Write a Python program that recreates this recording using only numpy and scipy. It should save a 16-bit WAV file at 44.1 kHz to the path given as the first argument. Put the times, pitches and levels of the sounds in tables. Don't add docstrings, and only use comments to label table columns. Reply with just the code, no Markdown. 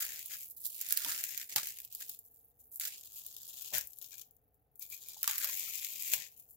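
import sys
import numpy as np
from scipy import signal
from scipy.fft import rfft, irfft
from scipy.io import wavfile
from scipy.ndimage import uniform_filter1d

SR = 44100
rng = np.random.default_rng(int(sys.argv[2]) if len(sys.argv) > 2 else 0)


def dump_mix(stems):
    frames = np.atleast_2d(stems).T
    limited = np.clip(frames, -1, 1)
    pcm = np.round(limited * 32767).astype(np.int16)
    wavfile.write(sys.argv[1], SR, pcm)


N = 289296

# [f/Hz, level/dB]
ROOM_TONE = [(20, -23), (40, -8), (57, 2), (80, -3), (130, -3), (180, -13), (300, -12), (365, -27.5),
             (430, -6), (580, -18.5), (760, -9.5), (950, -24.5), (1500, -28), (5000, -39.5), (12000, -45.5)]
ROOM_TONE_DB = -75.5
# [f/Hz, t60/s]
KITCHEN = [(300, 0.16), (2500, 0.23), (5000, 0.23), (7200, 0.18), (10000, 0.025), (15000, 0.21)]
# [f/Hz, level/dB]
FLUTTER_COLOUR = [(30, -20.5), (70, -10), (130, 1.5), (300, -17.5), (600, -1), (1000, -3.5), (3000, -58)]
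# [t/s, level/dB, t60/s]
FLAPS = [(0, -64, 0.49), (1.05, -61, 0.58), (1.55, -53, .2), (3.718, -48.5, 0.3), (5.44, -59.5, 0.22),
         (6.123, -55, 0.3)]
# [t/s, level/dB]
SETTLING = [
    [(2.18, -64.5), (2.48, -62), (2.55, -79), (2.6, -64.5), (2.74, -61.5)],
    [(4.22, -63.5), (4.42, -76.5), (4.62, -76.5), (4.69, -83.5), (4.79, -62)],
    [(6.28, -61), (6.56, -67)],
]
# [t/s, level against the pull/dB]
SQUEAK = [
    [(4.02, -24), (4.1, -27), (4.135, -5.5), (4.16, -18), (4.24, -11)],
    [(4.78, -24), (4.84, -11.5), (4.89, -20), (4.93, -1), (5.0, -31), (5.09, -3.5), (5.2, -25)],
    [(5.5, -28), (5.66, -11), (5.85, -19), (6.05, -17), (6.26, -8)],
]
# [t/s, f/Hz, level/dB, t60/s]
DRUMS = [(1.059, 960, -39.5, 0.06), (1.064, 289, -50, 0.087), (1.560, 845, -28.5, 0.04),
         (1.557, 97.5, -48, 0.085), (3.721, 141, -63, .15), (3.731, 619, -45.5, .1),
         (3.77, 62, -57.5, 0.27), (4.132, 1650, -58, .06), (5.167, 870, -43, 0.024),
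         (5.275, 1177, -35, 0.04), (5.487, 1044, -45, 0.065), (5.676, 1320, -47, 0.039),
         (6.135, 680, -37, 0.029)]
# [t/s, treble level/dB, body level/dB, lowest radiated f/Hz, pan/dB]
SNAPS = [(.2589, -37.5, -19, 2540, -7), (.6495, -42, -8, 2880, 1), (.6648, -31.5, -14, 3200, -13),
         (.8129, -31, -7, 1590, -1), (.888, -37, -3, 3020, -18), (.9237, -22.5, -8.5, 1470, -6),
         (.9729, -25, -1.5, 1580, -7.5), (1.0474, -35, 9, 1380, -9), (1.1207, -37, 6.5, 1200, -17),
         (1.2387, -31.5, -1, 1530, 0), (1.3763, -33, -1.5, 1770, -7), (1.4142, -43, 5, 1400, 0.5),
         (1.5607, -25.5, 6, 1870, 0), (1.5818, -41, 15, 755, -28), (1.6314, -39, 3, 1550, 1),
         (1.6712, -35, -4, 1840, 5), (1.7701, -47.5, -4, 1780, 1), (1.7866, -43.5, 0.5, 2020, 0.5),
         (1.802, -41.5, -6.5, 1680, 2), (1.8171, -48, -10, 2280, 0), (1.8487, -41.5, -8, 2980, 1),
         (1.9252, -44, -4, 3000, -1.5), (1.9494, -36.5, -5.5, 3260, .5), (2.0948, -37, -5.5, 2940, 0.5),
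         (2.1898, -44, -26, 3000, 0), (2.7584, -39, -20.5, 3660, 5.5), (2.798, -32.5, -7, 2360, 0),
         (2.852, -37.5, 5, 1460, -1.5), (3.2642, -38.5, -9, 2920, 2.5), (3.3657, -44, 0, 2870, 7.5),
         (3.6205, -39, -15, 2900, 15), (3.7395, -51, -3, 725, -2), (3.7822, -27, -22, 1260, 1),
         (3.81, -37.5, -3, 1470, 2.5), (3.872, -41, -25, 2280, 7.5), (3.9327, -48, -6.5, 3400, 18),
         (3.9864, -43, -12, 3670, 8), (4.025, -42, -11, 3060, 21), (4.2146, -46, 0, 3050, 9.5),
         (4.3095, -56.5, -32, 3000, 9.5), (4.366, -60.5, -23, 2950, 15.5), (4.5435, -67, -35, 2966, 17.5),
         (4.7565, -55, -38.5, 3020, 10), (4.7948, -42.5, -30, 3000, 9.5), (4.9005, -43, -17, 3020, 6),
         (5.0855, -41, -6, 3120, 1), (5.23, -26.5, -8, 1540, .5), (5.2419, -36.5, 5.5, 1110, 0),
         (5.2767, -25, -1, 845, -3), (5.3109, -31, -5, 1660, 1.5), (5.3808, -29, -7, 1490, -2),
         (5.4447, -29.5, -4, 1150, 2), (5.596, -32, -20, 2020, 1), (5.8467, -35, 0.5, 2050, 8),
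         (6.023, -35, -13, 2110, 1.5), (6.1357, -22.5, -2.5, 1650, 3)]
# [t/s, treble level/dB, body level against treble/dB, lowest radiated f/Hz]
PULLS = [
    [(0, -41.5, 0, 1480), (.19, -48, 0.5, 1730), (.25, -49.5, -2, 2700), (.45, -46, -9, 2340),
     (.55, -65, -28, 3300)],
    [(.56, -50, -18.5, 3400), (.76, -46.5, -3, 2750), (.84, -46.5, 0, 1770), (1.1, -39.5, 1, 1250),
     (1.3, -44, -3, 1880), (1.42, -47.5, 1, 1600), (1.48, -55.5, -19, 2200)],
    [(1.49, -48.5, 1.5, 1880), (1.68, -43, -1, 1720), (1.75, -53, -1.5, 2140), (1.89, -62.5, -1, 2550),
     (1.94, -53, -3.5, 3000), (2.14, -52, -4.5, 2950), (2.19, -70, -11.5, 2980), (2.46, -75.5, -13, 3040),
     (2.78, -79, -13.5, 3010)],
    [(2.79, -52, -2, 1630), (2.95, -53, 7, 2460), (3, -54, -3, 3000), (3.4, -53.5, 0, 3360),
     (3.68, -48, 1, 2940), (3.82, -51, -2.5, 1800), (3.89, -57.5, -18.5, 2700), (4.21, -56.5, -2, 3050),
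     (4.29, -80, -17, 2970), (4.45, -92.5, -20, 3000)],
    [(4.79, -60, -16, 3430), (5.09, -53, 4, 3470), (5.21, -54, 1.5, 3200), (5.25, -44.5, -2, 1040),
     (5.47, -38.5, -3, 1430), (5.57, -40.5, -2, 2190), (5.97, -45, -1.5, 2320), (6.12, -38.5, -3.5, 2100),
     (6.24, -51.5, 5.5, 1950), (6.31, -64, -4.5, 2300), (6.55, -67, -24, 2610)],
]
# [t/s, length/s, treble level/dB, body level against treble/dB, lowest radiated f/Hz]
TUGS = [(0, 0.014, -33.5, -9, 940), (0.29, 0.066, -46, 0, 1310), (0.485, 0.029, -49.5, -24, 3400),
        (0.632, .028, -39.5, -4.5, 3500), (0.891, 0.032, -41.5, 0.5, 1510), (1.554, .024, -36.5, 2, 776),
        (1.99, 0.03, -44.5, -2.5, 1390), (2.07, 0.026, -47.5, -3, 3000), (2.243, .025, -58, -32, 3040),
        (2.327, 0.027, -61, -16.5, 2990), (2.579, 0.067, -62.5, -20, 3020),
        (2.705, 0.068, -50.5, -25, 3220), (2.797, 0.079, -43, 1, 1510), (3.138, 0.049, -47.5, -8, 2700),
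        (3.46, .035, -53, -9, 3140), (3.724, 0.052, -36, -1, 1470), (3.999, 0.052, -52.5, 0.5, 3230),
        (4.102, 0.039, -51.5, 3, 3130), (4.162, 0.029, -50, -6.5, 3100), (4.801, 0.032, -45.5, -5, 3600),
        (4.904, 0.045, -46.5, -1, 3550), (5.273, 0.03, -41, 2.5, 870), (5.416, 0.032, -40.5, -1, 1100),
        (6.106, 0.036, -36, -5.5, 1900), (6.358, 0.045, -56, -20, 2400), (6.474, 0.052, -58.5, -38, 2870)]
TUG_RISE_S, TUG_FALL_DB_PER_S = 0.015, 452.5
# [t/s, pan/dB]
PLACE = [(0, -1.5), (.3, 2.5), (.65, -4.5), (1.15, -3.5), (1.34, 6), (1.45, -3), (2.05, -1), (2.6, 2),
         (2.85, -4), (3.15, 2.5), (3.45, 1), (3.7, 4.5), (4.3, 11), (4.85, 4), (5.3, 0), (5.6, 6),
         (6.05, 4), (6.5, 7)]
# [f/Hz, level/dB]
LEFT_PORT = [(100, -1.5), (500, 1), (1000, -2.5), (1600, -0.5), (3000, -2.5), (5500, -2), (7400, 3),
             (8100, -3), (8700, -14), (10000, -4.5), (12500, 2), (15500, 3.5), (16500, -17)]
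RIGHT_PORT = [(100, -2), (700, -3.5), (1500, -8), (2600, -9), (4400, -6), (5800, -8), (7400, -7),
              (8600, -4.5), (10000, -2), (12500, 3), (15500, 1.5), (16500, -15)]
CUTOFF_HZ = 16150


def gain_of(db):
    return 10 ** (np.asarray(db) / 20)


def evened(x):
    return x / np.sqrt(np.mean(x ** 2) + 1e-20)


def read(points, hz):
    f, value = np.transpose(points)
    return np.interp(np.log(hz + 1), np.log(f + 1), value)


def follow(rows):
    s, *columns = np.transpose(rows)
    return [np.interp(np.arange(N) / SR, s, c) for c in columns]


def swell(rows):
    s, db = np.transpose(rows)
    return gain_of(np.interp(np.arange(N) / SR, s, db, left=-150, right=-150))


def add(mix, s, sound):
    part = mix[:, max(round(s * SR), 0):][:, :sound.shape[1]]
    part += sound[:, :part.shape[1]]


def panned(pan_db):
    ratio = gain_of(np.atleast_1d(pan_db))
    return np.array([ratio, np.ones_like(ratio)]) * np.sqrt(2 / (1 + ratio ** 2))


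def cut(x, hz, kind, order):
    sos = signal.butter(order, min(hz, SR / 2 - 1), kind, fs=SR, output="sos")
    return signal.sosfilt(sos, x + 1e-15)


def noise(colour, apart):
    spectrum = rfft(rng.standard_normal((2, N))) * gain_of(read(colour, np.fft.rfftfreq(N, 1 / SR)))
    mid, side = irfft(spectrum, N)
    return evened(np.array([mid + apart * side, mid - apart * side]))


def room_tone():
    return gain_of(ROOM_TONE_DB) * noise(ROOM_TONE, apart=.35)


def kitchen(x, wet_db=-12.5, gap_s=0.001):
    hz, t, z = signal.stft(rng.standard_normal((2, SR // 2)), SR, nperseg=256)
    decay = gain_of(-60 * t / read(KITCHEN, hz)[:, None])
    tail = signal.istft(z * decay, SR, nperseg=256)[1]
    tail *= np.clip(np.arange(tail.shape[1]) / SR / gap_s - 1, 0, 1)
    wet = signal.oaconvolve(x, tail / np.linalg.norm(tail[0]), axes=1)[:, :N]
    return x + gain_of(wet_db) * wet


def peeling():
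    t, parts = np.arange(N) / SR, []
    for rows in PULLS:
        _, body_db, edge_hz = follow(rows)
        parts.append((swell([row[:2] for row in rows]) ** 2, body_db, edge_hz))
    for s, length, db, body_db, edge_hz in TUGS:
        rise = np.clip((t - s) / TUG_RISE_S, 0, 1)
        fall = gain_of(-np.clip(TUG_FALL_DB_PER_S * (t - s - length), 0, 200))
        parts.append(((gain_of(db) * rise * fall) ** 2, body_db, edge_hz))
    treble = body = edge = 0
    for power, body_db, edge_hz in parts:
        body_power = power * gain_of(body_db) ** 2
        treble = treble + power
        body = body + body_power
        edge = edge + body_power * edge_hz
    return 10 * np.log10(treble), 10 * np.log10(body / treble), edge / body


def flutter(peel, level_db=-3, rustle_db=-32, rise_s=0.014):
    t = np.arange(N) / SR
    pull_db, body_db, _ = peel
    air = gain_of(pull_db + body_db + rustle_db)
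    for s, db, t60 in FLAPS:
        rise = np.clip((t - s) / rise_s, 0, 1)
        air = air + rise * gain_of(db - 60 * np.maximum(t - s - rise_s, 0) / t60)
    return gain_of(level_db) * panned(2.7) * noise(FLUTTER_COLOUR, apart=0.28) * air


def tilt(x, body_db, split_hz=8300):
    body = cut(cut(x, split_hz, "low", order=2), split_hz, "low", order=2)
    treble = cut(cut(x, split_hz, "high", order=2), split_hz, "high", order=2)
    return treble + gain_of(body_db) * body


def radiate(x, edge_hz, leak_db=-20, bump_db=-15, bump_ratio=3.7):
    above = cut(x, edge_hz, "high", order=8)
    bump = signal.lfilter(*signal.iirpeak(edge_hz * bump_ratio, 5, fs=SR), above)
    leak = cut(x, 110, "high", order=2)
    return above + gain_of(bump_db) * bump + gain_of(leak_db) * leak


def crease(pan_db, ring_s, scatter_s, scatter_db, apart=0.48, size=900):
    t = np.arange(size) / SR
    mid, side, left, right = rng.standard_normal((4, size))
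    crack = evened(np.array([mid + apart * side, mid - apart * side]) * t * np.exp(-t / ring_s))
    scatter_shape = np.exp(-t / scatter_s) * (1 - np.exp(-t / ring_s))
    scatter = evened(np.array([left, right]) ** 3 * scatter_shape)
    pair = crack + gain_of(scatter_db) * scatter
    lag = int(np.clip(2 * (pan_db - 2), -9, 11))
    far = int(lag > 0)
    pair[far] = np.roll(pair[far], abs(lag))
    return panned(pan_db) * pair / np.sqrt(np.sum(pair ** 2, axis=1, keepdims=True))


def releases(per_s, spread_db, steady_s):
    pops = (rng.random(N) < per_s / SR) * gain_of(spread_db * np.minimum(rng.exponential(1, N), 3))
    window = signal.windows.hann(int(2 * steady_s * SR))
    energy = abs(signal.oaconvolve(pops ** 2, window / window.sum(), "same"))
    return pops / np.sqrt(energy + per_s / SR / 2) * rng.choice([-1, 1], N)


def settling(per_s=260, spread_db=4, steady_s=0.056, above_hz=11300, level_db=0, pan_db=3):
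    pops = releases(per_s, spread_db, steady_s)
    tick = crease(pan_db, ring_s=.0002, scatter_s=0.006, scatter_db=-2)
    ticks = cut(signal.oaconvolve(pops[None], tick, axes=1)[:, :N], above_hz, "high", order=8)
    return gain_of(level_db) * evened(ticks) * sum(swell(rows) for rows in SETTLING)


def squeak(peel, hz=2400, width_hz=240, level_db=-4, pan_db=12, slips_per_s=700):
    slips = (rng.random(N) < slips_per_s / SR) * rng.standard_normal(N)
    band = signal.butter(2, [hz - width_hz / 2, hz + width_hz / 2], "band", fs=SR, output="sos")
    resonance = evened(signal.sosfilt(band, slips))
    pull_db = peel[0]
    drags = sum(swell(rows) for rows in SQUEAK)
    return panned(pan_db) * resonance * drags * gain_of(pull_db + level_db)


def drums(rise_s=0.0025, neighbours_db=-10, pan_db=3):
    out, t = np.zeros((2, N)), np.arange(SR // 4) / SR
    for s, hz, db, t60 in DRUMS:
        neighbours = sum(np.sin(2 * np.pi * (hz * ratio * t + rng.random())) for ratio in (.95, 1.07))
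        ring = np.sin(2 * np.pi * hz * t) + gain_of(neighbours_db) * neighbours
        envelope = gain_of(db - 60 * t / t60) * (1 - np.exp(-t / rise_s))
        add(out, s, panned(pan_db) * ring * envelope)
    return out


def small_snaps(peel, above_db=3, spread_db=3, duller_db=-4, wander_db=6, count=40):
    pull_db, body_db, edge_hz = peel
    pan_db, = follow(PLACE)
    rows = []
    for i in rng.integers(0, N, count):
        level_chance, pan_chance = rng.standard_normal(2)
        treble_db = pull_db[i] + above_db + spread_db * level_chance
        place_db = pan_db[i] + wander_db * pan_chance
        rows.append((i / SR, treble_db, body_db[i] + duller_db, edge_hz[i], place_db))
    return rows


def snaps(rows, level_db=4, size=155):
    out = np.zeros((2, N))
    hz = np.fft.rfftfreq(size, 1 / SR)
    for s, db, body_db, edge_hz, pan_db in rows:
        snap = crease(pan_db, ring_s=.00042, scatter_s=.006, scatter_db=-3)
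        power = (abs(rfft(snap[:, :size])) ** 2).mean(0)
        treble = power[(hz > 9500) & (hz < 16000)].mean()
        body = power[(hz > 2500) & (hz < 6500)].mean()
        snap = tilt(snap, body_db + 10 * np.log10(treble / body)) * np.sqrt(size / treble)
        add(out, s, gain_of(db + level_db) * radiate(snap, edge_hz))
    return out


def facet(pitch, turns, low_hz=800, high_hz=11000, ring_s=0.0072, size=1100):
    t = np.arange(size) / SR
    hz = low_hz * (high_hz / low_hz) ** pitch
    ring = np.sin(2 * np.pi * (hz * t + turns[:, None])) * np.exp(-t / ring_s)
    return ring / np.linalg.norm(ring[0])


def crackle(peel, per_s=850, busy_db=-48, spread_db=4.0, level_db=3.0, steady_s=0.063, wander_db=2.5,
            colour_db=4, facet_db=-9, ragged=0.044, count=64):
    pull_db, body_db, edge_hz = peel
    pan_db, = follow(PLACE)
    rate = per_s * gain_of(.5 * (pull_db - busy_db))
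    pops = releases(rate, spread_db, steady_s) * gain_of(pull_db + level_db)
    places_db = np.linspace(-9, 15, count)
    spots = [crease(p, ring_s=.00024, scatter_s=.007, scatter_db=-2.5) for p in places_db]
    spots = [tilt(pair, colour_db * rng.normal()) for pair in spots]
    wandering_db = pan_db + wander_db * rng.standard_normal(N)
    spot = np.rint(np.interp(wandering_db, places_db, np.arange(count))).astype(int)
    film, pitch, turns = np.zeros((2, N)), rng.random(N), rng.random((N, 2))
    for i in np.flatnonzero(pops):
        add(film, i / SR, pops[i] * spots[spot[i]])
        ring = panned(pan_db[i]) * facet(pitch[i], turns[i])
        add(film, i / SR, pops[i] * gain_of(facet_db) * ring)
    film = tilt(film, body_db)
    raggedness = evened(uniform_filter1d(rng.standard_normal(N), size=220))
    edge_hz = edge_hz * np.exp(ragged * raggedness)
    edges = np.geomspace(700, 3500, 14)
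    shares = [np.interp(edge_hz, edges, row) for row in np.eye(len(edges))]
    return sum(radiate(film * share, hz) for share, hz in zip(shares, edges))


def scene():
    peel = peeling()
    film = flutter(peel) + settling() + squeak(peel) + drums()
    film = film + snaps(list(SNAPS) + small_snaps(peel)) + crackle(peel)
    return room_tone() + kitchen(film)


def record(dry, size=2048):
    hz = abs(np.fft.fftfreq(size, 1 / SR))
    log_gain = np.log(gain_of([read(LEFT_PORT, hz), read(RIGHT_PORT, hz)]))
    ports = np.fft.ifft(np.exp(np.conj(signal.hilbert(log_gain)))).real
    heard = signal.oaconvolve(dry, ports, axes=1)[:, :N]
    band_limit = signal.firwin(255, CUTOFF_HZ, window=("kaiser", 9), fs=SR)
    return signal.oaconvolve(heard, band_limit[None], "same")


dry = scene()
out = record(dry)
dump_mix(out)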